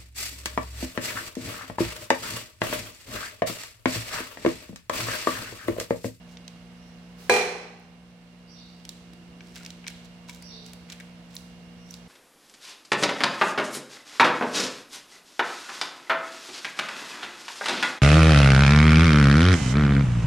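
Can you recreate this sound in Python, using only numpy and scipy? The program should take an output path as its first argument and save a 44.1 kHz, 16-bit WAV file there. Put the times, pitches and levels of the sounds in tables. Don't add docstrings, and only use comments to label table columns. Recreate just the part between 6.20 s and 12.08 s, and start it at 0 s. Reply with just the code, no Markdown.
import sys
import numpy as np
from scipy import signal
from scipy.fft import rfft, irfft
from scipy.io import wavfile
from scipy.ndimage import uniform_filter1d

SR = 44100
rng = np.random.default_rng(int(sys.argv[2]) if len(sys.argv) > 2 else 0)


def pcm_store(signal):
    levels = np.round(np.clip(np.atleast_2d(signal), -1, 1) * 32767)
    wavfile.write(sys.argv[1], SR, levels.astype(np.int16).T)


N = 259249
TIME = np.arange(N) / SR

# frequency in Hz, coherence from 0 to 1.
COHERENCE = [(30, .45), (70, .5), (150, .97), (490, .94), (750, .55), (1300, .2), (3000, .1), (8000, 0)]
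# frequency in Hz, left minus right in dB.
ROOM_BALANCE = [(60, -11), (400, 0.5), (800, -1), (1100, 1.5), (2400, -4), (4600, -6), (6100, -10),
                (7600, 7.5), (11000, 1)]
# frequency in Hz, seconds to fall by 60 dB.
ROOM_T60 = [(100, 1), (400, 1), (800, 1), (2500, 0.84), (5000, 0.86), (9000, 0.6), (15000, 0.43)]


def amp(db):
    return 10 ** (np.asarray(db) / 20)


def unit(x):
    return x / np.sqrt(np.mean(x ** 2) + 1e-20)


def curve(points, hz):
    f, value = np.transpose(points)
    return np.interp(np.log(hz + 1), np.log(f + 1), value)


def resonances(table, f):
    return sum(db / (1 + (2 * (f - hz) / width) ** 2) for hz, width, db in table)


def sides(balance, hz):
    return amp(np.array([[.5], [-.5]]) * curve(balance, hz))


def placed(pair, balance):
    hz = np.fft.rfftfreq(pair.shape[1], 1 / SR)
    return irfft(rfft(pair) * sides(balance, hz), pair.shape[1])


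def add(mix, start_s, sound):
    part = mix[:, max(round(start_s * SR), 0):][:, :sound.shape[1]]
    part += sound[:, :part.shape[1]]


def colour(x, gain_db, size=4096):
    log_gain = np.log(amp(gain_db(abs(np.fft.fftfreq(size, 1 / SR)))))
    taps = np.fft.ifft(np.exp(np.conj(signal.hilbert(log_gain)))).real
    return signal.fftconvolve(x, taps[None, :size // 2], axes=1)[:, :x.shape[1]]


def drift(cutoff_hz):
    spectrum = rfft(rng.standard_normal(N)) * (np.fft.rfftfreq(N, 1 / SR) < cutoff_hz)
    return unit(irfft(spectrum, N))


def damped_mode(hz, decay_s, size=8192):
    t = np.arange(size) / SR
    motion = np.sin(2 * np.pi * hz * t) * np.exp(-t / decay_s) * (1 - np.exp(-2 * hz * t))
    return np.gradient(motion) * SR / (2 * np.pi * hz)


def diffuse_noise(size, balance=ROOM_BALANCE):
    mid, side = rfft(rng.standard_normal((2, size)))
    coherence = curve(COHERENCE, np.fft.rfftfreq(size, 1 / SR))
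    mid, side = np.sqrt(1 + coherence) * mid, np.sqrt(1 - coherence) * side
    return placed(irfft(np.array([mid + side, mid - side]), size), balance)


def kitchen(x, build_s=0.0069):
    hz, t, spectra = signal.stft(diffuse_noise(SR), SR, nperseg=256)
    decay = 10 ** (-3 * t / curve(ROOM_T60, hz)[:, None])
    tail = signal.istft(spectra * decay, SR, nperseg=256)[1]
    tail *= 1 - np.exp(-np.arange(tail.shape[1]) / SR / build_s)
    return signal.fftconvolve(x, unit(tail) / np.sqrt(tail.shape[1]), axes=1)[:, :N]


def appliance(air_db=-53, throb=0.034, sway_rad=0.33, sway_rad_per_hz=0.000087):
    # frequency in Hz, relative level in dB.
    hum_lines = [(60, -89), (77.5, -88.5), (118.8, -65.5), (175.4, -48.5), (240, -56.5), (314.6, -72.5),
                 (480.2, -64.5), (600.3, -71), (660.3, -73), (720.4, -72), (2073, -83.5), (2164, -73),
                 (2810, -73), (3182, -79.5)]
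    air_spectrum = [(15, -45), (25, -25), (64, -3), (120, -18), (149, -12), (175, -11.5), (256, -14),
                    (293, -16), (427, -17.5), (476, -18.5), (545, -16.5), (1190, -20.5), (2840, -23.5),
                    (11000, -40.5), (16000, -51)]
    # frequency in Hz, left minus right in dB.
    balance = [(60, 0), (110, -12.5), (200, 1.5), (480, 3), (650, -5.5), (1290, -1.5), (2380, -4.5),
               (3000, -4), (4600, -12), (6100, -10), (7500, 8.5), (9500, 3.5), (13000, 2)]
    whine = [(2810, 110, 8)]
    air = colour(diffuse_noise(N, balance), lambda f: curve(air_spectrum, f) + resonances(whine, f))
    out = amp(air_db) * unit(air)
    wander, swell = drift(3.7), drift(9.6)
    for hz, db in hum_lines:
        shift = rng.integers(N)
        sway = (sway_rad + sway_rad_per_hz * hz) * np.roll(wander, shift)
        phase = 2 * np.pi * (hz * TIME + rng.random()) + sway
        envelope = np.sqrt(2) * amp(db) * (1 + throb * np.roll(swell, shift))
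        out += sides(balance, hz) * envelope * np.sin(phase)
    return out


def bird(trill_hz=170, waver_hz=95, far_stretch=1.83):
    # offset in seconds, length in seconds,
    # first and last pitch in Hz, trill depth in Hz, relative level in dB.
    syllables = [(0.002, 0.078, 5680, 5540, 240, -3), (-0.017, 0.04, 4715, 4790, 180, -2),
                 (0.0552, 0.086, 4100, 4250, 577, 1.5)]
    # time in seconds, level in dB.
    phrases = [(2.278, -50), (4.217, -47.5)]
    far_calls = [(0.545, -65), (5.55, -61)]
    trill = np.sin(2 * np.pi * trill_hz * TIME + drift(60))
    waver = waver_hz * drift(347)

    def syllable(time_s, level_db, row, stretch=1):
        offset, length, first_hz, last_hz, depth_hz, db = row
        progress = np.clip((TIME - time_s - offset) / (length * stretch), 0, 1)
        hz = first_hz + (last_hz - first_hz) * progress + depth_hz * trill + waver
        arch = 2 * np.sqrt(progress * (1 - progress))
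        return amp(level_db + db) * arch * np.sin(2 * np.pi * np.cumsum(hz) / SR)

    song = sum(syllable(s, db, row) for s, db in phrases for row in syllables)
    return song + sum(syllable(s, db, syllables[0], far_stretch) for s, db in far_calls)


def hoot(waver_hz=18):
    note = (4.25, 4.5, 447, -57.5)
    start, end, hz, db = note
    swell = np.sin(np.pi * np.interp(TIME, [start, end], [0, 1]))
    return amp(db) * swell * np.sin(2 * np.pi * np.cumsum(hz + waver_hz * drift(29.5)) / SR)


def outdoors():
    calls = bird() + hoot()
    return kitchen(np.array([calls, calls]) * np.sqrt(2), build_s=0.005)


def door_swing():
    # time in seconds, level in dB.
    envelope = [(.88, -82), (.97, -70), (1.005, -52), (1.04, -51.5), (1.09, -54), (1.1, -80)]
    # frequency in Hz, gain in dB.
    spectrum = [(200, 2), (700, 4), (2000, 0), (5000, 0), (9000, -6), (16000, -9)]
    times, db = np.transpose(envelope)
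    scrape = colour(diffuse_noise(N), lambda f: curve(spectrum, f))
    return unit(scrape) * np.interp(TIME, times, amp(db), left=0, right=0)


def door_bang(crack_db=-21, crack_s=0.0047, room_db=-16, ring_db=-19.0, ring_rise_s=0.00053, size=4096):
    # start in seconds, relative level in dB.
    blows = [(1.0959, 1.5), (1.0985, -0.5), (1.101, -6), (1.12, -6.5), (1.139, -2.5), (1.149, -7),
             (1.164, -3.5)]
    # frequency in Hz, gain in dB.
    spectrum = [(35, -51), (60, -35), (146, -28), (227, -23.5), (268, -22), (492, -14), (579, -12),
                (803, -13), (1310, -19), (2250, -14), (2470, -12.5), (2840, -23.5), (4120, -24),
                (9350, -31), (16000, -45)]
    # centre and width in Hz, gain in dB.
    clusters = [(415, 90, 1), (586, 120, -2), (1090, 130, -2.5), (1430, 150, -0.5), (1600, 230, -0.5),
                (3820, 89, -13), (4090, 180, 8), (4980, 530, -5), (5670, 1100, 2.5)]
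    # frequencies in Hz and, in the same order, relative levels in dB.
    panel_hz = [384, 407, 429, 468, 492.5, 617, 718, 817.5, 1000, 1120, 1214, 1573, 1643, 2075, 2400.5,
                2433, 2472.7, 4029, 4668, 5420, 5884]
    panel_db = [-5.5, -7.5, -3.5, -7, 2, -26, -7, -6, -10, -30, -10.5, -13.5, -14, -14, 1.5, -26, -7.5, -15,
                -20, -28, -32]
    # frequency in Hz, level in dB, decay time in seconds.
    frame_modes = [(85.6, -38, 0.039), (230.2, -32.5, 0.09), (356, -31, 0.01), (430, -7, 0.0053),
                   (976, -20, 0.013), (1644, -11, 0.0043)]
    cracks, impulses = np.zeros((2, 2, N))
    fade = np.exp(-np.arange(size) / SR / crack_s)
    for start, db in blows:
        add(cracks, start, amp(db) * diffuse_noise(size) * fade)
        add(impulses, start, amp(db) * np.ones((2, 1)))
    body = lambda f: curve(spectrum, f) + resonances(clusters, f)
    out = amp(crack_db) * unit(colour(cracks, body))
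    out += amp(room_db) * unit(kitchen(colour(impulses, body)))
    out *= np.sqrt(.03 * SR / N)
    landing_s, t = blows[0][0], np.arange(SR) / SR
    for hz, db in zip(panel_hz, panel_db):
        lag = rng.choice([-1, 1]) * np.arccos(curve(COHERENCE, hz))
        phase = rng.uniform(0, 2 * np.pi) + np.array([[.5], [-.5]]) * lag
        ring_t60 = 0.69 * curve(ROOM_T60, hz)
        envelope = 10 ** (-3 * t / ring_t60) * (1 - np.exp(-t / ring_rise_s))
        ring = envelope * np.sin(2 * np.pi * hz * t + phase)
        add(out, landing_s, amp(db + ring_db) * sides(ROOM_BALANCE, hz) * ring)
    for hz, db, decay_s in frame_modes:
        add(out, landing_s, amp(db) * sides(ROOM_BALANCE, hz) * damped_mode(hz, decay_s))
    return out


def arm_rustle():
    rustle = (3, 0.63, 311, 98, -59.5)
    middle, half, hz, width, db = rustle
    noise = colour(diffuse_noise(N), lambda f: -20 * np.log10(1 + ((f - hz) / width) ** 2))
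    return amp(db) * unit(noise) * np.exp(-((TIME - middle) / half) ** 2)


def foil_pops():
    # start in seconds, frequency in Hz, level in dB, decay time in seconds.
    flexes = [(3.364, 1550, -56, .012), (3.408, 1410, -46, 0.0082), (4.089, 976, -43, 0.013),
              (4.094, 2290, -39, 0.0079), (4.804, 1560, -44, .006), (5.708, 5900, -33.5, 0.0023)]
    out = np.zeros((2, N))
    for start, hz, db, decay_s in flexes:
        add(out, start, amp(db) * np.ones((2, 1)) * damped_mode(hz, decay_s))
    return out


def stick_timbre(x, body_db, top_db):
    # centre in Hz, width in Hz, gain in dB.
    tray_modes = [(950, 160, 9), (1530, 330, 5.5), (2260, 110, 6.5), (2870, 1200, 1), (5530, 1500, 3),
                  (7440, 540, 5)]
    spectrum = [(250, body_db - 44), (700, body_db - 23), (1200, body_db - 9), (2000, body_db),
                (4000, 0.73), (6000, -3.9), (9500, top_db - 2), (15500, top_db - 10)]
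    stick_hz = np.array([1800, 3200, 5600]) * rng.uniform(1, 1.6, size=3)
    stick_modes = [(hz, hz / 6, 2.5) for hz in stick_hz]
    return colour(x, lambda f: curve(spectrum, f) + resonances(tray_modes + stick_modes, f))


def stick_crumbling(cracks_per_s=2500, spread_db=3, top_db=-7, level_db=-6):
    # middle in seconds, half length in seconds, relative level in dB, hollow body in dB.
    presses = [(0.12, 0.039, -59, -5), (2.547, 0.19, -66, 1), (3.293, 0.065, -61, -18),
               (3.376, 0.028, -50, 0), (3.44, 0.079, -55.5, 9), (3.7, 0.015, -52, 2),
               (3.854, 0.0083, -53, -4), (4.097, 0.012, -45, -1.5), (4.15, 0.046, -56.5, -22),
               (4.48, 0.035, -55, -3), (4.72, 0.028, -48, 8), (5.162, 0.052, -55.5, -7),
               (5.733, 0.05, -56, -19)]
    out = np.zeros((2, N))
    sizes = amp(spread_db * np.minimum(rng.exponential(1, N), 4))
    cracks = rng.standard_normal((2, N)) * sizes * (rng.random(N) < cracks_per_s / SR)
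    cracks = cracks + .5 * cracks[::-1]
    for middle, half, db, body_db in presses:
        span = np.flatnonzero(abs(TIME - middle) < 2 * half)
        swell = np.exp(-((TIME[span] - middle) / half) ** 2)
        clump = stick_timbre(cracks[:, span] * swell, body_db, top_db)
        add(out, TIME[span[0]], amp(db + level_db) * unit(clump))
    return out


def stick_snaps(level_db=-1.85, decay_s=0.002, body_db_per_doubling=30, echo_db=-25, echo_s=0.018):
    # start in seconds, relative level in dB, hollow body in dB, crisp top in dB.
    fractures = [(0.171, -42.5, -7, -35), (0.2793, -38.5, -7, -15), (1.5975, -59, 5, 10),
                 (2.6515, -38.5, -3, -10), (2.692, -31.5, -14, -8), (2.934, -50, 4, -4),
                 (3.207, -42, 10, -35), (3.3577, -41.5, -1, -3), (3.3631, -40, 3, -25),
                 (3.4326, -45, 10, -2), (3.4495, -40.5, -14, -14), (3.462, -36, -4, -9),
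                 (3.5045, -38.5, -8, -11), (3.6423, -42, 19, -18), (3.6668, -34, 6, -27),
                 (3.6755, -37, 0, -4), (3.6803, -30, -3, -11), (3.7015, -46, 4, -2), (4.0954, -38.5, 4, -4),
                 (4.1473, -47, -13, 1), (4.2239, -44, 3, 0), (4.4635, -44, -7, -1), (4.5338, -42.5, -4, 1),
                 (4.7006, -38.5, -4, -13), (4.721, -41, -9, -14), (4.7258, -39.5, -6, -5),
                 (4.8006, -40.5, 12, 2), (4.8068, -42.5, 12, -10), (5.153, -40.5, 8, 20),
                 (5.1661, -34, -26, -12), (5.7107, -48, -25, 8), (5.7403, -39.5, -18, -11)]
    out, t = np.zeros((3, N)), np.arange(2048) / SR
    for start, db, body_db, top_db in fractures:
        noise = rng.standard_normal((3, t.size))
        fade = np.exp(-t / (decay_s * 2 ** (body_db / body_db_per_doubling)))
        echoes = amp(echo_db) * np.exp(-t / echo_s)
        direct = (noise[0] + noise[1:]) * (fade + echoes)
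        burst = stick_timbre(np.vstack([direct, t == 0]), body_db, top_db)
        rms_5ms = np.sqrt((burst ** 2).sum(1, keepdims=True) / (.005 * SR))
        add(out, start, burst / rms_5ms * amp(db + level_db))
    return out[:2], out[2:]


def scene(tray_room_db=-8.0):
    # frequency in Hz, gain in dB.
    echo_spectrum = [(1000, -5), (3000, 1.5), (4200, -1.5), (5500, -4.5), (8000, 0), (11000, 2.5),
                     (15000, 2)]
    # frequency in Hz, left minus right in dB.
    tray_balance = [(800, 4), (1900, 3.5), (2900, 5.5), (3600, -10), (4800, -2.5), (6000, -14), (7200, 5),
                    (9500, 2.5), (14500, 4)]
    snaps, clicks = stick_snaps()
    handling = stick_crumbling() + foil_pops()
    echo = colour(kitchen(clicks + handling), lambda f: curve(echo_spectrum, f))
    tray = placed(snaps + handling, tray_balance) + amp(tray_room_db) * echo
    return tray + arm_rustle() + door_bang() + door_swing() + outdoors() + appliance()


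def record(dry, threshold_db=-30, slope=0.28, release_db_per_s=9, attack_s=0.31, cutoff_hz=16250):
    power_db = 10 * np.log10(abs(uniform_filter1d((dry ** 2).mean(0), size=400)) + 1e-12)
    fall_db = TIME * release_db_per_s
    held_db = np.maximum.accumulate(power_db + fall_db) - fall_db
    over_db = np.maximum(held_db - threshold_db, 0)
    pole = np.exp(-1 / (attack_s * SR))
    ducked = dry / amp(slope * signal.lfilter([1 - pole], [1, -pole], over_db))
    low_pass = signal.firwin(511, cutoff_hz, window=("kaiser", 9), fs=SR)
    return signal.oaconvolve(ducked, low_pass[None], "same")


dry = scene()
out = record(dry)
pcm_store(out)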